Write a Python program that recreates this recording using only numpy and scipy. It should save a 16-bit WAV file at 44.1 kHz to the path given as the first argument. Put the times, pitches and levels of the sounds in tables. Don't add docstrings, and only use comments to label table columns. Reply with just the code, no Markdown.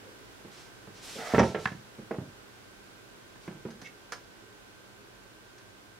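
import sys
import numpy as np
from scipy import signal
from scipy.fft import rfft, irfft, next_fast_len
from scipy.io import wavfile
from scipy.ndimage import map_coordinates

SR = 44100
rng = np.random.default_rng(int(sys.argv[2]) if len(sys.argv) > 2 else 0)


def waveform_to_disk(signal):
    frames = np.transpose(np.atleast_2d(signal))
    scaled = np.clip(frames, -1, 1) * 32767
    samples = np.round(scaled).astype(np.int16)
    wavfile.write(sys.argv[1], SR, samples)


N = 264143

# (time [s], thump level [dB], body level [dB], edge level [dB])
LANDING = [(1.337, -27.5, -28.5, -56), (1.346, -34, -30, -32), (1.381, -22.5, -22.5, -30.5),
           (1.395, -56, -21, -26), (1.403, -32, -23.5, -41), (1.429, -34, -34, -39),
           (1.547, -47, -31.5, -38.5), (1.586, -43, -42, -53)]
KNOCKS = [(0.447, -51, -51.5, -64), (0.871, -51, -54.5, -62), (1.985, -44.5, -49.5, -62),
          (2.1095, -49, -32.5, -49), (3.477, -41.5, -43, -51), (3.6515, -40, -40, -58)]
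THUDS = [(1.718, -39, -56, -54), (2.184, -34, -46.5, -62)]
# (time [s], thump level [dB], body level [dB], edge level [dB])
SNAPS = [(1.656, -36, -36.5, -29.5), (3.357, -57, -73, -62)]
CLICKS = [(3.704, -68, -79, -55.5), (3.815, -51.5, -60, -52), (4.1205, -67, -42.5, -41),
          (5.58, -79, -80, -59)]
# (frequency [Hz], relative level [dB], t60 [s])
TABLE_MODES = [(46, -19, .9), (88, -7, .45), (128, -7, .28), (176, -7, .18), (198, -2, .24), (222, -2, .2),
               (329, -5, .12), (368, -1, .11), (437, -1, .15), (496, 2, .15), (593, -6, .14),
               (645, -3, .16), (781, -6, .19), (888, -8, .16), (938, -9, .14), (1332, -7, .15),
               (1835, -11, .07)]
BOX_MODES = [(142, -5, .2), (188, -1, .14), (226, 1, .16), (322, -1, .12), (375, 0, .12), (455, -3, .12),
             (520, -7, .1), (645, -11, .1), (825, -10, .08), (990, -13, .07)]
TRAY_MODES = [(740, -9, .06), (1060, -1, .035), (1570, -4, .035), (1712, 5, .06), (2080, -6, .025)]
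# (frequency [Hz], relative level [dB])
TABLE_CROWD = [(50, -26), (90, 7), (190, 5), (270, 2), (420, 14), (900, -4.5), (1900, -8.5), (3500, -22),
               (5800, -41), (8000, -60.5), (15000, -69)]
BOX_CROWD = [(70, -27), (150, -10.5), (270, -4.5), (400, 5.5), (900, -6), (2200, -13), (4000, -29),
             (15000, -47)]
TRAY_CROWD = [(50, -12), (150, 0), (400, -8), (1000, 0), (1750, 1), (2300, -4), (3000, -12), (4200, -18),
              (6000, -26), (10000, -40), (15000, -52)]
LIP_CROWD = [(60, -20), (300, -7), (750, 0), (1200, -2), (1750, 2), (2300, -7), (3400, -11), (4600, -5),
             (6300, -5), (7500, -17), (11000, -19), (15000, -33)]

# (start [s], length [s], level [dB], opening sheen relative to the stroke [dB])
STROKES = [(0.50, 0.12, -55, -13), (0.932, 0.06, -55, -14), (1.016, 0.47, -47, -5),
           (1.573, 0.11, -53.5, -10), (3.398, 0.054, -60.5, -15)]
# (start [s], length [s], level [dB])
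GROANS = [(0.012, .12, -58), (1.149, 0.045, -39.5)]
DRAG = (1.165, 0.21, -45)
SQUEAK = (3.840, 0.031, -44.5)
CHATTER = (1.388, 0.015, -35.5)
# (frequency [Hz], relative level [dB])
SKIN_COLOUR = [(100, -9), (400, 3.5), (1200, 0.5), (3000, 3.5), (5700, 3.5), (7500, -3.5), (10000, -11),
               (15000, -43)]
SHEEN_COLOUR = [(4000, -32), (7500, 2), (10000, -2.5), (13000, -7), (15500, -20)]
DRAG_COLOUR = [(100, -20), (300, -31), (470, -2), (560, -5), (660, 5), (1000, -5.5), (1330, -1.5),
               (1600, -5.5), (2050, -2), (2800, -19), (8000, -31.5)]
# (frequency [Hz], width [Hz], relative level [dB])
GROAN_MODES = [(213, 160, -3.5), (464, 120, 1.5), (654, 85, -31)]
SQUEAK_MODES = [(1860, 150, -9), (2190, 100, 0), (2640, 100, -4), (3500, 900, -20), (5600, 2000, -22)]
CHATTER_MODES = [(5600, 1050, 0)]

# (frequency [Hz], t60 [s])
ROOM_DECAY = [(100, 0.33), (400, 0.37), (1500, 0.21), (6000, 0.26), (14000, 0.14)]
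# (frequency [Hz], relative level [dB])
AIR_COLOUR = [(15, -29), (28, -11), (47, 1.5), (70, -10.5), (98, 4), (165, -3.5), (360, 1.5), (700, -4.5),
              (1550, -6), (2100, -9), (3000, -10), (6000, -15.5), (10000, -21), (15500, -27)]
# (frequency [Hz], relative level [dB])
FAN_TONES = [(118.4, -70.5), (199.2, -70), (333.8, -78.5), (409.1, -70.5), (1023, -76.5), (1437, -73),
             (1507, -76), (1561, -67.5)]
# (frequency [Hz], correlation [-1 to 1])
CLOSE_LIKENESS = [(200, 1), (600, 0.94), (1200, 0.77), (2500, 0.75), (5000, 0.7), (10000, 0.29)]
AIR_LIKENESS = [(60, 0.99), (150, -0.089), (380, 0.39), (950, -0.21), (2380, -0.15), (5980, -0.17),
                (15000, 0.0057)]
# (frequency [Hz], right minus left [dB])
CLOSE_BALANCE = [(100, 2), (300, 3), (600, 3.4), (1500, 3), (4000, 1), (12000, .7)]
AIR_BALANCE = [(60, 1), (1650, 3), (5000, 1), (15000, 1)]


def box():
    landing = blows(LANDING, TABLE_MODES, TABLE_CROWD, crowd_db=-0.5, crowd_t60=0.092,
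                    push_db=-0.5, push_s=0.00036, lowest_hz=69, wet_db=-11)
    rocking = bouncing(KNOCKS, flight_s=0.033, shrink=1, loss_db=9, count=1)
    knocks = blows(rocking, BOX_MODES, BOX_CROWD, crowd_db=-6.5, crowd_t60=0.077,
                   push_db=-6.5, push_s=0.00057, lowest_hz=106, wet_db=-10.5)
    settling = bouncing(THUDS, flight_s=0.031, shrink=1, loss_db=10, count=2)
    thuds = blows(settling, BOX_MODES, BOX_CROWD, crowd_db=3.5, crowd_t60=0.043,
                  push_db=7, push_s=0.00054, lowest_hz=95, wet_db=-9)
    return landing + knocks + thuds


def phone():
    rattle = bouncing(SNAPS, flight_s=0.017, shrink=0.65, loss_db=12.5, count=2)
    snaps = blows(rattle, TRAY_MODES, TRAY_CROWD, crowd_db=1.5, crowd_t60=0.021,
                  push_db=-9, push_s=0.000088, lowest_hz=77.5, wet_db=-12)
    clicks = blows(CLICKS, TRAY_MODES, LIP_CROWD, crowd_db=12, crowd_t60=0.086,
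                   push_db=-19, push_s=0.0001, lowest_hz=102, wet_db=-9)
    return snaps + clicks


def blows(events, modes, crowd, crowd_db, crowd_t60, push_db, push_s, lowest_hz, wet_db):
    out = np.zeros((2, N + SR))
    t = np.arange(SR * 2 // 3) / SR
    hz, mode_db, t60 = np.transpose(modes)[:, :, None]
    thump_body_edge = [signal.butter(order, band_hz, "band", fs=SR, output="sos") for order, band_hz
                       in ((2, (lowest_hz, 230)), (2, (320, 1400)), (3, (1400, 18000)))]
    attack = 1 - np.exp(-t / 0.0009)
    u = t / push_s
    push = unit_onset(np.gradient(u ** 3 * np.exp(-u)))
    for start, *band_db in events:
        sizes = amp(mode_db + rng.standard_normal(hz.shape)) * rng.choice([-1, 1], hz.shape)
        ring = np.sum(sizes * amp(-60 * t / t60) * np.sin(2 * np.pi * hz * t), axis=0)
        clatter = noise(colour(crowd), size=len(t)) * amp(-60 * t / crowd_t60)
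        hit = attack * (unit_onset(ring) + amp(crowd_db) * unit_onset(clatter)) + amp(push_db) * push
        bands = [unit_onset(signal.sosfilt(sos, hit)) for sos in thump_body_edge]
        blow = sum((-1) ** k * amp(db) * bands[k] for k, db in enumerate(band_db))
        out[:, round(start * SR):][:, :len(t)] += room(blow, wet_db)
    return out[:, :N]


def bouncing(events, flight_s, shrink, loss_db, count):
    delays = np.cumsum([0] + [flight_s * shrink ** k for k in range(count)])
    return [(start + delay, *(np.array(band_db) - k * loss_db))
            for start, *band_db in events for k, delay in enumerate(delays)]


def sliding():
    groan = sum(swell(*row, attack_s=0.038, release_s=0.017) for row in GROANS)
    groan = groan * rub(resonances(GROAN_MODES), grain_hz=140)
    drag = swell(*DRAG, attack_s=0.034, release_s=0.0098, slope_db_per_s=45)
    drag = drag * rub(colour(DRAG_COLOUR), grain_hz=130)
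    squeak = swell(*SQUEAK, attack_s=0.022, release_s=0.0092)
    squeak = squeak * rub(resonances(SQUEAK_MODES), grain_hz=220)
    chatter = swell(*CHATTER, attack_s=0.006, release_s=0.005)
    chatter = chatter * rub(resonances(CHATTER_MODES), grain_hz=280)
    return room(skin() + groan + drag + squeak + chatter, wet_db=-10.5)


def skin():
    attack_s, release_s = 0.052, 0.056
    pressure = amp(1.04 * wobble(35.3))
    stroke = sum(swell(start, length, db, attack_s, release_s) for start, length, db, _ in STROKES)
    sheen = sum(swell(start, length, db + sheen_db, attack_s, release_s, slope_db_per_s=-22)
                for start, length, db, sheen_db in STROKES)
    return pressure * (stroke * noise(colour(SKIN_COLOUR)) + sheen * noise(colour(SHEEN_COLOUR)))


def rub(response, grain_hz):
    return unit(noise(response) * amp(1.4 * wobble(grain_hz)))


def swell(start, length, db, attack_s, release_s, slope_db_per_s=0):
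    t = np.arange(N) / SR - start
    attack = np.sin(np.pi / 2 * np.clip(t / attack_s, 0, 1))
    release = np.exp(-np.maximum(t - length, 0) / release_s)
    return attack * amp(db + slope_db_per_s * np.clip(t, 0, length)) * release


def room(x, wet_db):
    hz, t, spectrum = signal.stft(noise(np.ones_like, size=SR // 2), SR, nperseg=256)
    decay = amp(-60 * t / along(ROOM_DECAY, hz)[:, None])
    build_up = 1 - np.exp(-t / 0.0088)
    tail = signal.istft(spectrum * decay * build_up, SR, nperseg=256)[1]
    reverb = signal.fftconvolve(x, tail / np.linalg.norm(tail[0]), axes=1)
    return x + amp(wet_db) * reverb[:, :x.shape[1]]


def room_tone(level_db=-51.5, fall_db_per_s=0.42):
    t = np.arange(N) / SR
    return amp(level_db - fall_db_per_s * t) * noise(colour(AIR_COLOUR), AIR_LIKENESS)


def fan(gain_db=1):
    t = np.arange(N) / SR
    out = np.zeros((2, N))
    for hz, db in FAN_TONES:
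        shared_drift = 1.16 * wobble(4.9)
        capsule_drift = 0.86 * np.array([wobble(10), wobble(14)])
        out += amp(db + gain_db) * np.sqrt(2) * np.sin(2 * np.pi * hz * t + shared_drift + capsule_drift)
    return out


def noise(response, likeness=CLOSE_LIKENESS, size=N):
    def mid_side_response(hz):
        angle = np.arccos(np.clip(along(likeness, hz), -1, 1)) / 2
        return response(hz) * np.array([np.cos(angle), np.sin(angle)])
    mid, side = filtered(rng.standard_normal((2, size)), mid_side_response)
    return unit(np.array([mid + side, mid - side]))


def panned(x, balance):
    return filtered(x, lambda hz: amp(np.outer([-0.5, 0.5], along(balance, hz))))


def resonances(modes):
    return lambda hz: sum(amp(db) * abs(hz * width / (centre ** 2 - hz ** 2 + 1j * hz * width)) ** 2
                          for centre, width, db in modes)


def colour(points):
    return lambda hz: amp(along(points, hz))


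def filtered(x, response):
    n = x.shape[-1]
    padded = next_fast_len(n + SR // 4)
    return irfft(rfft(x, padded) * response(np.fft.rfftfreq(padded, 1 / SR)), padded)[..., :n]


def along(points, hz):
    knots_hz, values = np.transpose(points)
    return np.interp(np.log(hz + 1), np.log(knots_hz + 1), values)


def wobble(rate):
    return map_coordinates(rng.standard_normal(int(N * rate / SR) + 4), [np.arange(N) * rate / SR])


def amp(db):
    return 10 ** (np.asarray(db) / 20)


def unit(x):
    return x / np.sqrt(np.mean(x ** 2) + 1e-20)


def unit_onset(x):
    return x / np.sqrt(np.mean(x[..., :SR // 50] ** 2))


def scene():
    handling = panned(box() + phone() + sliding(), CLOSE_BALANCE)
    return handling + panned(room_tone() + fan(), AIR_BALANCE)


def record(dry):
    return filtered(dry, lambda hz: hz < 15800)


dry = scene()
out = record(dry)
waveform_to_disk(out)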